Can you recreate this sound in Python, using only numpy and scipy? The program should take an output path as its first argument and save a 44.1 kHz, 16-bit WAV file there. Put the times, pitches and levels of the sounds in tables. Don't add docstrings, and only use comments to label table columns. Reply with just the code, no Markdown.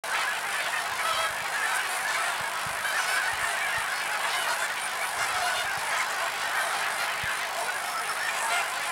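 import sys
import numpy as np
from scipy import signal
from scipy.fft import rfft, irfft, next_fast_len
from scipy.io import wavfile

SR = 44100
rng = np.random.default_rng(int(sys.argv[2]) if len(sys.argv) > 2 else 0)


def pcm_store(signal):
    levels = np.round(np.clip(np.atleast_2d(signal), -1, 1) * 32767)
    wavfile.write(sys.argv[1], SR, levels.astype(np.int16).T)


N = 392931
TIME = np.arange(N) / SR


def amp(db):
    return 10 ** (np.asarray(db) / 20)


def unit_rms(x):
    return x / np.sqrt(np.mean(x ** 2) + 1e-20)


def add(mix, t, sound):
    start = round(t * SR) - len(sound) // 2
    part = mix[max(start, 0):max(start + len(sound), 0)]
    part += sound[max(-start, 0):][:len(part)]


def filtered(x, gain):
    size = next_fast_len(len(x))
    f = np.arange(size // 2 + 1) * SR / size
    return unit_rms(irfft(rfft(x, size) * gain(f), size)[:len(x)])


def coloured(x, spectrum):
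    hz, db = np.transpose(spectrum)
    return filtered(x, lambda f: amp(np.interp(np.log(f + 1), np.log(hz), db)))


def formant(x, hz, half_width_hz, steep=1):
    return filtered(x, lambda f: (1 + ((f - hz) / half_width_hz) ** 2) ** -steep)


def swell(x, taper):
    return x * signal.windows.tukey(len(x), taper)


def call_seeds(count):
    return rng.integers(1 << 30, size=count)


def syrinx(length, hz, sag, rough, jitter, top_hz, seed, rise=0, uneven_db=4):
    chance = np.random.default_rng(seed)
    u = np.linspace(-1, 1, max(int(length * SR), 64))
    tremble = np.interp(u, np.linspace(-1, 1, 16), chance.standard_normal(16))
    pitch_hz = hz * (1 + rise * u - sag * u ** 2) * (1 + jitter * tremble)
    phase = 2 * np.pi * np.cumsum(pitch_hz) / SR
    harmonics = amp(uneven_db * chance.standard_normal(64)) * np.exp(2j * np.pi * chance.random(64))
    count = max(int(top_hz / hz), 1)
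    phasor = np.exp(1j * phase)
    tone = (phasor * np.polyval(harmonics[:count][::-1], phasor)).real
    air = (1 + np.cos(phase)) * chance.standard_normal(len(u))
    return (1 - rough) * unit_rms(tone) + rough * unit_rms(air)


def crowd(pitch_hz, pitch_spread, length, sag, rough, throat_hz, throat_spread, half_width_hz,
          top_hz, spread_db, calls):
    voices = []
    for (long, high, arch, slide, mouth), seed in zip(rng.uniform(-1, 1, (120, 5)), call_seeds(120)):
        source = syrinx(length * 1.5 ** long, pitch_hz * np.exp(pitch_spread * high),
                        sag * (1 + .798 * arch), rough, jitter=.01246, top_hz=top_hz, seed=seed,
                        rise=.5967 * sag * slide)
        voice = formant(source, throat_hz * np.exp(throat_spread * mouth), half_width_hz)
        voices.append(swell(voice, taper=.32))
    out = np.zeros(N)
    for k, (when, who, near) in enumerate(rng.random((calls, 3))):
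        t = (k + 2 * when - 1) / calls * N / SR
        add(out, t, amp(spread_db * near ** 2) * voices[int(who * len(voices))])
    return out


# f/Hz, relative level/dB
GABBLE_SPECTRUM = [(290, -32), (400, -12.5), (530, -13.5), (620, -3.5), (720, -1.5), (950, -1), (1200, -4),
                   (1600, -3.5), (3000, -36)]
HONKING_SPECTRUM = [(500, -15.5), (900, -0.5), (1250, -1), (1500, 3), (1800, 1), (2300, 0), (2700, 0.5),
                    (4000, -0.5), (8000, -45)]
BEGGING_SPECTRUM = [(500, 6), (740, 5), (1100, 15), (1500, 11), (2300, -0.5), (3000, 4.5), (4500, 1.5),
                    (6500, -5.5), (8000, -2.5), (9700, 1.5), (11500, -3), (13500, -38), (16000, -29)]


def colony():
    gabble_lift, honking_lift = squabbles()
    begging_lift = (gabble_lift + honking_lift) / 2
    gabble = crowd(pitch_hz=260.05, pitch_spread=.5, length=.076, sag=.1407, rough=.11, throat_hz=790,
                   throat_spread=.42, half_width_hz=540, top_hz=3000, spread_db=7, calls=850)
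    honking = crowd(pitch_hz=449, pitch_spread=.35, length=.06, sag=.1604, rough=.24, throat_hz=1614,
                    throat_spread=.37, half_width_hz=750, top_hz=6700, spread_db=7, calls=620)
    begging = crowd(pitch_hz=743.8, pitch_spread=.12, length=.085, sag=.07, rough=.44, throat_hz=5720,
                    throat_spread=.57, half_width_hz=3380, top_hz=14900, spread_db=8, calls=620)
    return (coloured(gabble, GABBLE_SPECTRUM) * amp(-37.5 + gabble_lift)
            + coloured(honking, HONKING_SPECTRUM) * amp(-36 + honking_lift + cackle())
            + coloured(begging, BEGGING_SPECTRUM) * amp(-40 + begging_lift))


# centre t/s, duration/s, gabble lift/dB, honking lift/dB
SQUABBLE_LIFTS = [(0.176, 0.16, 4.5, 5), (0.646, 0.35, 0, 4.5), (1.127, 0.25, 4, 2), (1.702, 0.53, 1, 3),
                  (2.183, 0.22, 2.5, 4), (3.05, 0.41, 1, 3.5), (3.627, 0.71, -0.5, 4), (4.366, .54, 2, 4),
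                  (5.4, 0.54, 2.5, 1.5), (5.95, 0.17, 1, 6), (6.19, 0.2, 2, 3), (6.756, 0.67, 2.5, 3.5),
                  (7.248, 0.42, -2, 2.5), (7.638, 0.14, 3.5, -1.5), (8.497, 0.32, 3.5, 3.5),
                  (8.885, 0.13, 2, 5)]


def squabbles():
    t = TIME[::256]
    centre, length, gabble_db, honking_db = np.transpose(SQUABBLE_LIFTS)
    flare = np.exp(-abs(2 * (t[:, None] - centre) / length) ** 4.7)
    return np.interp(TIME, t, flare @ gabble_db), np.interp(TIME, t, flare @ honking_db)


def cackle(rate_hz=14, spread_hz=9.5, rms_db=1.02):
    return rms_db * filtered(rng.standard_normal(N), lambda f: np.exp(-((f - rate_hz) / spread_hz) ** 2))


# centre t/s, nominal duration/s, peak fundamental f/Hz,
# then f/Hz and relative level/dB for each of the throat, beak and shrill formants
CHICK_CRIES = [(1.081, .08, 662, 1310, -34.5, 3360, -51, 9990, -48),
               (1.15, .06, 787, 780, -49, 3220, -40, 9110, -59),
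               (1.221, .115, 657, 1110, -38.5, 3200, -41.5, 9800, -50),
               (1.733, .16, 771, 1360, -39.5, 3880, -56, 9150, -53),
               (1.94, .11, 748, 860, -46, 4310, -70, 9500, -44),
               (2.026, .074, 770, 770, -45, 6180, -61, 9300, -49),
               (2.279, .12, 703, 1150, -40.5, 4350, -58, 8790, -51),
               (2.881, .078, 780, 1490, -37, 3090, -46, 10400, -47.5),
               (3.013, .1, 750, 1470, -42, 5500, -47, 9150, -49.5),
               (3.123, .12, 759, 1450, -37.5, 4900, -46.5, 9500, -44.5),
               (3.254, .066, 754, 1600, -37, 4400, -50, 8190, -67),
               (3.441, .097, 704, 1430, -48, 2810, -51, 8700, -47.5),
               (3.513, .08, 709, 750, -52, 2850, -56, 9300, -51),
               (3.972, .14, 737, 1630, -45, 4700, -49.5, 9710, -59),
               (4.393, .14, 749, 905, -50, 2840, -43, 9720, -56),
               (4.513, .072, 718, 1500, -41.5, 4470, -45.5, 7600, -51),
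               (4.627, .085, 700, 1450, -44, 3510, -49, 7850, -46),
               (5.059, .11, 745, 760, -50, 4000, -56, 10200, -47),
               (5.223, .074, 708, 1400, -37.5, 3300, -53, 7810, -47),
               (5.386, .11, 741, 900, -39, 5030, -52, 8960, -55),
               (5.457, .082, 716, 740, -37.5, 3700, -46, 9900, -49),
               (5.499, .098, 751, 1410, -38, 4960, -50, 8660, -54),
               (5.587, .091, 722.5, 900, -45, 3500, -41.5, 9500, -50),
               (6.592, .1, 782, 1480, -37, 3590, -60, 10320, -50),
               (7.021, .082, 707, 1300, -39.5, 4260, -49, 10590, -50),
               (7.889, .11, 726, 725, -49, 3950, -61, 10100, -50.5),
               (8.559, .11, 708, 1300, -36.5, 2080, -44, 8360, -45)]


def near_chicks():
    out = np.zeros(N)
    for (t, length, hz, *formants), seed in zip(CHICK_CRIES, call_seeds(len(CHICK_CRIES))):
        throat_hz, throat_db, beak_hz, beak_db, shrill_hz, shrill_db = formants
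        source = syrinx(length * 1.15, hz, sag=.065, rough=.083, jitter=.0022, top_hz=15500,
                        seed=seed, uneven_db=1.5)
        cry = (amp(throat_db) * formant(source, throat_hz, 530)
               + amp(beak_db) * formant(source, beak_hz, 620, steep=.78)
               + amp(shrill_db) * formant(source, shrill_hz, 1160, steep=.8))
        add(out, t, swell(cry, taper=.47))
    return amp(5) * out


# centre t/s, duration/s, formant f/Hz, fractional glide from centre to end, level/dB
ADULT_HONKS = [(0.141, 0.066, 1670, 0.083, -33.5), (0.203, 0.052, 1317, 0.026, -34),
               (0.282, .11, 1657, .12, -31.5), (1.006, .06, 2270, 0, -36), (1.559, .075, 1702, 0.082, -33),
               (1.641, 0.051, 1740, 0.059, -30), (1.792, 0.061, 1650, 0, -33),
               (2.071, 0.092, 1747, .07, -32.5), (2.156, 0.043, 2260, -0.016, -34),
               (2.202, 0.057, 1352, -0.037, -31), (2.255, .08, 1840, -.03, -34.5),
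               (2.855, .031, 1650, 0.026, -33.5), (2.96, .07, 1780, 0, -32.5),
               (3.193, 0.071, 1645, -0.016, -30.5), (3.285, .07, 1810, .15, -39),
               (3.442, .14, 1770, 0.12, -35), (3.6, .06, 1836, -.05, -34.5), (3.631, .06, 2310, 0, -37),
               (3.73, 0.084, 1760, .12, -34.5), (4.131, 0.093, 1540, -.03, -35.5),
               (4.269, 0.072, 925, 0.074, -35), (4.495, 0.059, 948, .03, -34),
               (4.636, 0.038, 1666, 0.13, -32.5), (5.025, 0.048, 2345, 0, -33.5),
               (5.718, 0.12, 1568, -.09, -34.5), (5.949, .062, 1637, -0.054, -33.5),
               (6.004, 0.1, 1037, 0.025, -36.5), (6.012, 0.029, 2105, -0.13, -28),
               (6.233, 0.038, 993, 0.1, -36), (6.46, 0.073, 1850, 0, -36), (6.593, 0.068, 1804, -.09, -34),
               (6.743, 0.086, 1347, -.12, -38), (6.859, .12, 1720, .03, -38),
               (7.097, 0.054, 1790, 0.19, -37.5), (7.285, .06, 1600, -0.075, -35),
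               (7.42, 0.059, 2015, 0.02, -38.5), (7.692, 0.035, 1470, 0.073, -32.5),
               (7.981, 0.073, 1330, -0.028, -32.5), (8.103, 0.031, 1340, -0.047, -31),
               (8.245, .12, 1804, 0.031, -33), (8.296, 0.025, 2380, 0, -32.5),
               (8.468, .09, 912, 0.0041, -32)]


def near_adults():
    out = np.zeros(N)
    for (t, length, hz, rise, db), seed in zip(ADULT_HONKS, call_seeds(len(ADULT_HONKS))):
        source = syrinx(length, hz / 3, sag=.0798, rough=.23, jitter=.028, top_hz=7050,
                        seed=seed, rise=rise, uneven_db=1.5)
        add(out, t, amp(db) * swell(formant(source, hz, 180), taper=.24))
    return out


# centre t/s, duration/s, formant f/Hz, bandwidth/Hz, level/dB
HOARSE_CALLS = [(1.758, .035, 9100, 3500, -36), (2.12, 0.1, 6600, 3200, -41.5),
                (4.332, 0.073, 3660, 3000, -37.5), (4.45, 0.32, 10500, 4000, -48),
                (5.218, .09, 5500, 1000, -41.5), (5.229, .1, 1590, 600, -33.5),
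                (5.881, 0.049, 10100, 1200, -43), (5.999, 0.062, 7500, 4000, -39.5),
                (6.112, 0.042, 7500, 3500, -41), (7.358, 0.081, 9600, 1300, -45),
                (7.594, 0.048, 8450, 5000, -43), (8.103, 0.07, 9400, 1200, -42),
                (8.334, .16, 7500, 1800, -46), (8.42, 0.1, 8150, 2600, -40)]


def rasps(rattle_hz=102.5, rattle_depth=.82):
    out = np.zeros(N)
    for (t, length, hz, bandwidth, db), seed in zip(HOARSE_CALLS, call_seeds(len(HOARSE_CALLS))):
        source = syrinx(length, 330, sag=.069, rough=.73, jitter=.04, top_hz=15000, seed=seed)
        rattle = 1 + rattle_depth * np.cos(2 * np.pi * rattle_hz * TIME[:len(source)])
        add(out, t, amp(db) * swell(formant(source * rattle, hz, bandwidth / 2), taper=.27))
    return out


# centre t/s, duration/s, peak f/Hz, fractional pitch sag at the ends, level/dB
THIN_TONES = [(4.843, 0.065, 9500, 0.05, -39), (4.847, 0.063, 2400, .08, -41),
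              (7.914, 0.088, 5340, 0.04, -48), (7.986, 0.031, 5330, 0.07, -42),
              (8.104, 0.035, 5380, 0.04, -41.5), (8.226, .08, 5470, 0.03, -47)]


def thin_tones():
    out = np.zeros(N)
    for (t, length, hz, sag, db), seed in zip(THIN_TONES, call_seeds(len(THIN_TONES))):
        partial = syrinx(length, hz, sag, rough=0, jitter=.017, top_hz=0, seed=seed)
        add(out, t, amp(db) * swell(partial, taper=.13))
    return out


def bank_echoes(x, t60_s=.35):
    t = TIME[:SR // 2]
    reflections = rng.standard_normal(len(t)) * (rng.random(len(t)) < .05) * (t > .004)
    decay = np.exp(-np.log(1000) * t / t60_s)
    response = unit_rms(reflections * decay) / np.sqrt(len(t))
    return signal.fftconvolve(x, response)[:N]


def buzz(rate_hz=51.2695, first_s=.00057, on_s=.003143):
    clicks = np.zeros(N)
    taps = np.arange(-16, 17)
    starts = np.arange(first_s + 1 / rate_hz, N / SR - .01, 1 / rate_hz)
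    for delay, height in ((0, -1), (on_s, .63)):
        position = (starts + delay)[:, None] * SR
        index = np.round(position).astype(int) + taps
        clicks[index] += height * np.sinc(index - position) * np.hanning(len(taps))
    rounded = np.convolve(clicks, [.19, .62, .19], "same")
    return .26 * signal.lfilter(*signal.butter(1, 200, "high", fs=SR), rounded)


# onset t/s, envelope peak level/dB
WIND_PUFFS = [(0.909, -48), (1.131, -39), (1.297, -40), (1.409, -42), (2.4, -35), (2.658, -31),
              (2.699, -38), (3.326, -38), (3.419, -37), (3.772, -32), (5.172, -42), (5.339, -39),
              (5.639, -39), (5.769, -36), (7.229, -28)]


def wind(rise_s=.0104, half_length_s=.0041):
    thuds = np.zeros(N)
    t = np.arange(-SR // 25, SR // 25) / SR
    envelope = np.exp(-(t / half_length_s) ** 2)
    for (onset, db), (pitch, phase) in zip(WIND_PUFFS, rng.random((len(WIND_PUFFS), 2))):
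        thud = envelope * np.cos(2 * np.pi * ((90 + 45 * pitch) * t + phase))
        add(thuds, onset + rise_s, amp(db) * thud)
    lumps_db = 4.5 * filtered(rng.standard_normal(N), lambda f: np.exp(-(f / 14) ** 2))
    breeze = sum(np.exp(-((TIME - onset) / .082) ** 2) for onset, _ in WIND_PUFFS)
    low_noise = filtered(rng.standard_normal(N), lambda f: 1 / (1 + ((f - 85) / 70) ** 2))
    rumble = (amp(-75.5) + amp(-61.5) * breeze) * low_noise * amp(lumps_db)
    return signal.sosfilt(signal.butter(2, 44, "high", fs=SR, output="sos"), thuds + rumble)


# f/Hz, relative level/dB
AIR_SPECTRUM = [(20, -24), (60, -15), (130, -2.5), (260, -4), (420, 1.5), (2000, 10.5), (6000, -18),
                (11000, -12.5), (16000, -32)]


def open_air():
    return amp(-39.5) * coloured(rng.standard_normal(N), AIR_SPECTRUM)


def scene():
    birds = near_chicks() + near_adults() + rasps() + thin_tones() + colony()
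    bass_cut = signal.butter(4, 320, "high", fs=SR, output="sos")
    birds = signal.sosfilt(bass_cut, birds)
    return (birds + amp(-10) * bank_echoes(birds) + open_air() + wind())[None]


def record(dry):
    gate = np.clip((TIME - .036) / .002, 0, 1)
    low_pass = signal.firwin(511, 15850, window=("kaiser", 9), fs=SR)
    return signal.oaconvolve((dry + buzz()) * gate, low_pass[None], "same")


dry = scene()
out = record(dry)
pcm_store(out)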